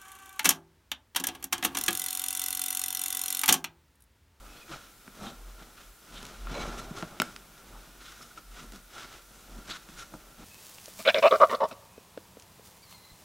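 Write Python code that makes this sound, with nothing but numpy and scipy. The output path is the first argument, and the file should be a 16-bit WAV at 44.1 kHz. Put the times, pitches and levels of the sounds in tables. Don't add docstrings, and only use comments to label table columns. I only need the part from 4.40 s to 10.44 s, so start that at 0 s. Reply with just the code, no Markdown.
import sys
import numpy as np
from scipy import signal
from scipy.fft import rfft, irfft
from scipy.io import wavfile

SR = 44100
rng = np.random.default_rng(int(sys.argv[2]) if len(sys.argv) > 2 else 0)


def pcm_store(signal):
    levels = np.round(np.clip(np.atleast_2d(signal), -1, 1) * 32767)
    wavfile.write(sys.argv[1], SR, levels.astype(np.int16).T)


N = 266501
TIME = np.arange(N) / SR
HZ = np.fft.rfftfreq(N, 1 / SR)

# f/Hz, level/dB, t60/s
BOARD_MODES = [(183, -10.5, 0.087), (232, -1, 0.051), (327, -10, 0.097), (341, -10, 0.048),
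               (578, -6.5, 0.058), (700, -5.5, 0.015)]
# peak t/s, rise/s, fall/s, pile/dB, backing/dB, treble boost/dB, boom boost/dB
STROKES = [(.04, 0.096, 0.17, -66.5, -57.5, 3, 1), (.2, 0.16, 0.044, -57, -65, -8, -11),
           (.333, 0.049, 0.045, -45.5, -49.5, -5, -8), (.43, .04, 0.07, -56, -65, -6, -8),
           (0.857, 0.075, 0.067, -50, -45, -0.5, 1.5), (1.21, 0.029, 0.041, -54, -53, -16, -1),
           (1.39, 0.03, 0.05, -54, -77, -11, -10), (1.775, 0.087, 0.06, -51, -53.5, -2, 5),
           (1.85, 0.062, 0.2, -52, -53, -2.5, 2), (2.16, 0.093, 0.18, -43.5, -43.5, -16, -1),
           (2.22, 0.1, 0.31, -48.5, -42, -3.5, 0), (2.39, 0.017, 0.016, -43.5, -51, -0.5, -12),
           (2.582, 0.041, 0.057, -46, -45, -4.5, -12), (2.7, 0.079, 0.21, -57.5, -53, -12, 0),
           (2.89, 0.15, 0.11, -59.5, -58, 1, 5.5), (3.38, 0.26, 0.14, -62.5, -60, -12, 5),
           (3.615, 0.014, 0.013, -47, -60, -6, 7), (3.68, 0.074, 0.12, -52, -62, -1.5, -5),
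           (3.816, 0.045, 0.087, -56.5, -64, 4, -16), (3.98, 0.012, 0.018, -51.5, -52.5, -2, -8),
           (4.19, 0.05, 0.028, -48.5, -55, -3.5, 4), (4.24, 0.033, 0.019, -61, -53.5, 6, 13.5),
           (4.35, 0.019, 0.045, -55.5, -55.5, -0.5, 10), (4.594, 0.065, 0.075, -45.5, -52, -6.5, -3),
           (4.735, 0.041, 0.071, -52.5, -58, -8, -12), (5.0, 0.23, 0.15, -66.5, -70, 8, -3),
           (5.175, 0.075, 0.067, -58.5, -52.5, 2, 7), (5.312, 0.043, 0.019, -42.5, -48, -5.5, 5),
           (5.365, 0.036, 0.0098, -42, -65, -6, 7), (5.51, 0.028, 0.073, -57, -62.5, 2, 13),
           (5.604, 0.035, 0.035, -44, -55, -1.5, -1), (5.75, 0.036, 0.012, -66, -52, 12, 3),
           (6.02, 0.035, 0.06, -55.5, -54, -8, 9)]


def gain_of(db):
    return 10 ** (np.asarray(db) / 20)


def unit_rms(x):
    return x / np.sqrt(np.mean(x ** 2) + 1e-20)


def log_interp(points, hz):
    f, value = np.transpose(points)
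    return np.interp(np.log(hz + 1), np.log(f + 1), value)


def shaped(x, response):
    return irfft(rfft(x) * response, N)


def coloured(x, spectrum):
    return unit_rms(shaped(x, gain_of(log_interp(spectrum, HZ))))


def noise(spectrum, db):
    return gain_of(db) * coloured(rng.standard_normal(N), spectrum)


def add(mix, start_s, sound):
    part = mix[max(round(start_s * SR), 0):][:len(sound)]
    part += sound[:len(part)]


def wander(rate_hz):
    return unit_rms(shaped(rng.standard_normal(N), 1 / (1 + (HZ / rate_hz) ** 4)))


def resonate(x, hz, width_hz):
    return signal.lfilter(*signal.iirpeak(hz, hz / width_hz, fs=SR), x)


def ringing(x, modes):
    return x + sum(gain_of(db) * resonate(x, hz, width_hz) for hz, width_hz, db in modes)


def butter(x, hz, kind, order=2):
    return signal.sosfilt(signal.butter(order, min(hz, .45 * SR), kind, fs=SR, output="sos"), x)


def swells(peak_s, rise_s, fall_s, level_db, roundness=1.8):
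    t, power = TIME[::32], 0
    for s, rise, fall, db in zip(peak_s, rise_s, fall_s, level_db):
        away = np.maximum((s - t) / rise, (t - s) / fall)
        power += (gain_of(db) * np.exp(-abs(away) ** roundness)) ** 2
    return np.interp(TIME, t, np.sqrt(power))


def gliding(length_s, hz, glide_hz):
    pitch_hz = hz + glide_hz * np.linspace(-.5, .5, int(length_s * SR))
    return np.hanning(len(pitch_hz)) * np.exp(2j * np.pi * np.cumsum(pitch_hz) / SR)


def friction(slips_per_s, spread_db, rub, clump_db, clump_hz):
    size = gain_of(spread_db * np.minimum(rng.exponential(1, N), 4))
    slips = size * rng.choice([-1., 1.], N) * (rng.random(N) < slips_per_s / SR)
    return (unit_rms(slips) + rub * rng.standard_normal(N)) * gain_of(clump_db * wander(clump_hz))


def room_tone():
    # f/Hz, relative level/dB
    spectrum = [(20, -18), (33, 0), (60, 6.5), (120, 4), (230, 5.5), (500, 1), (1000, -1), (2000, -2),
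                (4000, -3), (8000, -5), (15000, -7)]
    return noise(spectrum, db=-58)


def reverb(x):
    # f/Hz, t60/s
    decay = [(150, 0.27), (500, 0.69), (1500, 0.48), (4000, 0.48), (8000, 0.97), (14000, 0.25)]
    taps = rng.choice([-1., 1.], SR) * (rng.random(SR) < 4000 / SR) * (TIME[:SR] > .004)
    hz, t, bands = signal.stft(taps, SR, nperseg=256)
    early = 1 + 2.5 * np.exp(-t / 0.053)
    fade = gain_of(-60 * t / log_interp(decay, hz)[:, None])
    tail = signal.istft(bands * early * fade, SR, nperseg=256)[1]
    return signal.fftconvolve(x, butter(tail / np.linalg.norm(tail), 9300, "low"))[:N]


def slapback(x):
    # delay/s, level/dB
    echoes = [(.0044, -20), (.0104, -25), (0.0133, -29)]
    out = x.copy()
    for delay_s, db in echoes:
        add(out, delay_s, gain_of(db) * butter(x, 8400, "low"))
    return out


def floor_sway(hz=41.8, drift_hz=2, width_hz=13, tremble_db=-61.5):
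    # peak t/s, rise and fall/s, level/dB
    shifts = [(.03, 0.082, -50), (1.08, 0.095, -45.5), (1.5, 0.053, -55), (1.79, 0.093, -51),
              (2.07, 0.069, -36.5), (2.28, 0.11, -40.5), (2.47, 0.074, -49), (3.37, 0.061, -48),
              (4.13, 0.066, -46), (4.3, 0.055, -45.5), (5.16, 0.056, -44), (5.5, 0.11, -56),
              (5.96, 0.066, -60)]
    peak_s, ramp_s, db = np.transpose(shifts)
    cycles = np.cumsum(hz + drift_hz * wander(15)) / SR
    sway = unit_rms(np.sin(2 * np.pi * cycles)) * swells(peak_s, ramp_s, ramp_s, db, roundness=1.6)
    tremble = resonate(resonate(rng.standard_normal(N), hz, width_hz), hz, width_hz)
    return sway + gain_of(tremble_db) * unit_rms(tremble)


def idle_rub(db, swing_db=2, rest_db=-14.5, rest_s=0.057):
    rests = [.57, 1.56, 4.05, 4.44, 4.85]
    still = sum(np.exp(-((TIME - s) / rest_s) ** 2) for s in rests)
    return gain_of(db + swing_db * wander(11) + rest_db * still)


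def backing_drag(board_db=-4, boom_hz=210, boom_octaves=0.49, ramp_scale=0.97):
    # f/Hz, relative level/dB
    spectrum = [(50, 0.5), (110, -2), (150, -0.5), (185, 0), (240, -4), (350, -1.5), (550, -5), (800, -6),
                (1200, -9), (1800, -22), (5000, -49)]
    slips = friction(slips_per_s=1000, spread_db=2.5, rub=.6, clump_db=1.1, clump_hz=35)
    modes = [(hz, 2.2 / t60, db + board_db) for hz, db, t60 in BOARD_MODES]
    drag = coloured(ringing(slips, modes), spectrum)
    boom = shaped(drag, np.exp(-(np.log2((HZ + 1) / boom_hz) / boom_octaves) ** 2))
    peak_s, rise_s, fall_s, _, backing_db, _, lean_db = np.transpose(STROKES)
    timing = peak_s, rise_s * ramp_scale, fall_s * ramp_scale
    idle = idle_rub(db=-62.5)
    push = np.hypot(idle, swells(*timing, backing_db))
    boom_push = np.hypot(idle, swells(*timing, backing_db + lean_db))
    return (drag - boom) * push + boom * boom_push


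def pile_flicks(treble_hz=5500):
    # f/Hz, relative level/dB
    spectrum = [(300, -24), (700, -19), (1100, 0.5), (1800, -0.5), (2500, -0.5), (3500, -1.5), (4700, -4),
                (5600, -1), (7500, -4.5), (9000, -9.5), (12000, -11), (16000, -56)]
    # f/Hz, width/Hz, level/dB
    blade_modes = [(3400, 140, -7), (3830, 380, -9), (6300, 150, -18)]
    fibres = friction(slips_per_s=3500, spread_db=1, rub=1, clump_db=1.5, clump_hz=57)
    rustle = coloured(ringing(fibres, blade_modes), spectrum)
    treble = shaped(rustle, HZ ** 4 / (HZ ** 4 + treble_hz ** 4))
    peak_s, rise_s, fall_s, pile_db, _, steep_db, _ = np.transpose(STROKES)
    idle = idle_rub(db=-63.5)
    push = np.hypot(idle, swells(peak_s, rise_s, fall_s, pile_db))
    treble_push = np.hypot(idle, swells(peak_s, rise_s, fall_s, pile_db + steep_db))
    return (rustle - treble) * push + treble * treble_push


def brief_chafes():
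    # centre t/s, length/s, f/Hz, glide/Hz, width/Hz, level/dB
    rubs = [(0.131, 0.25, 2550, 0, 160, -66), (.19, 0.12, 3400, -100, 300, -63),
            (0.312, 0.078, 346, 7, 50, -49.5), (0.333, 0.098, 160.3, -3, 50, -51.5),
            (.332, 0.086, 951, -3, 600, -50.5), (0.333, 0.059, 1380, -47, 300, -52),
            (0.336, 0.063, 2600, -2, 900, -51), (.82, 0.088, 950, 3, 700, -52.5),
            (0.849, 0.14, 206, -5, 70, -46), (0.851, .11, 740, -9, 100, -52),
            (0.88, 0.076, 3490, 0, 1000, -47), (1.772, 0.074, 3490, -2, 1000, -48),
            (2.119, .03, 225, 2, 120, -39.5), (2.159, 0.058, 916, -4, 249, -45.5),
            (2.25, .25, 1394, 1, 140, -55), (2.165, .15, 462, -100, 258, -41.5),
            (2.189, 0.22, 2270, -100, 130, -50.5), (2.576, .022, 1270, 4, 300, -46),
            (3.36, 0.08, 984, 0, 500, -56), (3.671, .11, 3550, -2, 1000, -55),
            (3.682, 0.015, 1410, 0, 250, -58), (3.73, 0.0097, 1400, 0, 300, -60),
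            (3.812, 0.011, 1376, 0, 250, -49), (3.915, 0.017, 1380, 0, 250, -56),
            (3.979, .017, 1324, -2, 240, -48), (4.172, .018, 1430, 0, 250, -57),
            (4.571, 0.047, 1344, -120, 350, -52.5), (4.633, 0.079, 1168, -120, 150, -58),
            (4.58, 0.12, 730, 0, 250, -56), (5.316, .056, 3800, -300, 1000, -39),
            (5.326, 0.096, 1370, 3, 240, -56.5), (5.609, 0.12, 1367, -36, 200, -55.5),
            (5.756, 0.062, 680, 10, 400, -55)]
    out = np.zeros(N)
    for s, length_s, hz, glide_hz, width_hz, db in rubs:
        tone = gliding(length_s, hz, glide_hz)
        real, imag = butter(rng.standard_normal((2, SR)), width_hz / 2, "low")[:, -len(tone):]
        roughness = (real + 1j * imag) / np.sqrt(np.mean(real ** 2 + imag ** 2) / 2)
        add(out, s - length_s / 2, gain_of(db) * (tone * roughness).real)
    return out


def blade_squeaks(waver_rate_hz=170, flutter_db=2.5):
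    # centre t/s, length/s, f/Hz, glide/Hz, level/dB, waver/Hz
    squeaks = [(.12, .28, 2540, 20, -66, 75), (.185, .12, 4260, 0, -65, 120),
               (.222, .046, 2490, -260, -55.5, 60), (2.16, .075, 4040, -200, -49.5, 45),
               (2.215, .09, 6330, -100, -56, 60), (2.217, .08, 4020, 50, -49, 45),
               (2.222, .08, 3190, -120, -54, 50), (2.41, .075, 4080, 300, -58, 120),
               (3.83, .05, 5300, 0, -57.5, 170)]
    out, unsteady = np.zeros(N), wander(waver_rate_hz)
    for s, length_s, hz, glide_hz, db, waver_hz in squeaks:
        tone = gliding(length_s, hz, glide_hz)
        waver_cycles = np.cumsum(waver_hz * unsteady[round(s * SR):][:len(tone)]) / SR
        add(out, s - length_s / 2, gain_of(db) * (tone * np.exp(2j * np.pi * waver_cycles)).real)
    return np.sqrt(2) * out * gain_of(flutter_db * wander(waver_rate_hz))


def blade_knocks(grit_s=0.0022, crack_cutoff_ratio=3.64, thud_cutoff_ratio=0.3):
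    # t/s, crack peak/dB, crack f/Hz, crack Q, thud before filters/dB, thud pitch ratio, grit 0-1
    hits = [(.678, -38, 1200, 0.86, -40, 1.12, 0.18), (0.8403, -37, 895, 1.2, -38, 1.15, 0.15),
            (0.8683, -34, 1190, 2, -37, 1.03, 0.02), (1.829, -29.5, 3600, 1.2, -44, 0.67, 0.08),
            (1.853, -26, 4300, 1.1, -60, 1.1, 0.07), (1.8533, -35, 4800, .9, -58, 1.3, 0),
            (1.866, -35, 4200, 1, -58, 0.83, 0.2), (2.071, -33, 1210, 1.7, -58, 0.75, 0.17),
            (2.112, -40, 700, 1, -33, 1.1, 0.14), (2.273, -39, 1000, .9, -34, 0.97, 0),
            (2.509, -48, 588, .9, -25.5, 0.96, 0.1), (2.6255, -23.5, 1600, 0.96, -29.5, 0.98, 0.14),
            (2.631, -28.5, 640, 3.9, -28.5, 1.03, 0.21), (2.642, -35, 700, 1.6, -35, 0.73, 0.08),
            (2.8004, -7, 2850, 1.9, -24.5, 1.085, 0.08), (2.8011, -21.5, 1000, 0.69, -42, 1.4, 0.08),
            (2.8187, -11.5, 10000, .9, -28.5, 0.99, 0.07), (2.8190, -16.5, 1150, 1.8, -48, 2.6, 0.12),
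            (2.8205, -12.5, 2200, 0.45, -34, 1.45, 0), (2.8205, -24, 11000, 1.2, -60, 1, 0.1),
            (2.9632, -23, 2230, 0.56, -69, 0.9, 0.05), (3.812, -40, 1510, 1.1, -66, 1, 0.1),
            (3.976, -35, 2550, .9, -55, .86, 0.1), (4.243, -46, 900, 1, -43, 1.1, 0.04),
            (4.322, -31, 4540, 0.77, -48.5, 1.6, 0.13), (4.335, -39, 2500, 0.64, -44, 1.2, 0.17),
            (4.36, -33.5, 4000, 0.9, -57, 1.6, 0.06), (4.646, -31, 1700, 0.73, -45.5, 1.13, .08),
            (5.185, -51, 700, 0.81, -33.5, 1.1, 0), (5.489, -38, 1460, 1, -44, 0.94, 0.08),
            (5.7378, -40, 850, 1.1, -32.5, 0.96, 0), (5.7401, -35.5, 640, 1.5, -29.5, 0.91, 0.13)]
    out, t = np.zeros(N), np.arange(SR // 4) / SR
    for s, crack_db, crack_hz, q, thud_db, pitch, grit in hits:
        contact = (t == 0) + grit * rng.standard_normal(len(t)) * np.exp(-t / grit_s)
        crack = resonate(contact, crack_hz, min(crack_hz / q, SR / 3))
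        crack = butter(crack, crack_hz * crack_cutoff_ratio, "low")
        thud = sum(gain_of(db - 60 * t / t60) * np.sin(2 * np.pi * hz * pitch * t)
                   for hz, db, t60 in BOARD_MODES)
        thud = butter(thud, crack_hz * thud_cutoff_ratio, "low")
        thud = butter(thud, 150, "high", order=4)
        add(out, s, gain_of(crack_db) * crack / abs(crack).max() + gain_of(thud_db) * thud)
    return out


def scene():
    rubbing = pile_flicks() + brief_chafes() + blade_squeaks() + backing_drag()
    knocks = slapback(blade_knocks())
    to_walls = gain_of(-11) * rubbing + gain_of(-14.5) * knocks
    side = gain_of(-18) * reverb(to_walls) * np.array([[1], [-1]])
    return rubbing + knocks + reverb(to_walls) + side + floor_sway() + room_tone()


def record(dry):
    # f/Hz, width/Hz, level/dB
    housing_modes = [(1356, 106, 3), (1429, 70, 2.5)]
    # f/Hz, relative level/dB
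    hiss_spectrum = [(50, -4), (700, -2.5), (1500, -8.5), (4000, -6), (7500, -4), (9000, -.5),
                     (15000, -1.5)]
    hiss = np.array([noise(hiss_spectrum, db=-61.5) for _ in range(2)])
    low_pass = signal.firwin(511, cutoff=15800, window=("kaiser", 9), fs=SR)
    return signal.oaconvolve(ringing(dry, housing_modes) + hiss, low_pass[None], "same")


dry = scene()
out = record(dry)
pcm_store(out)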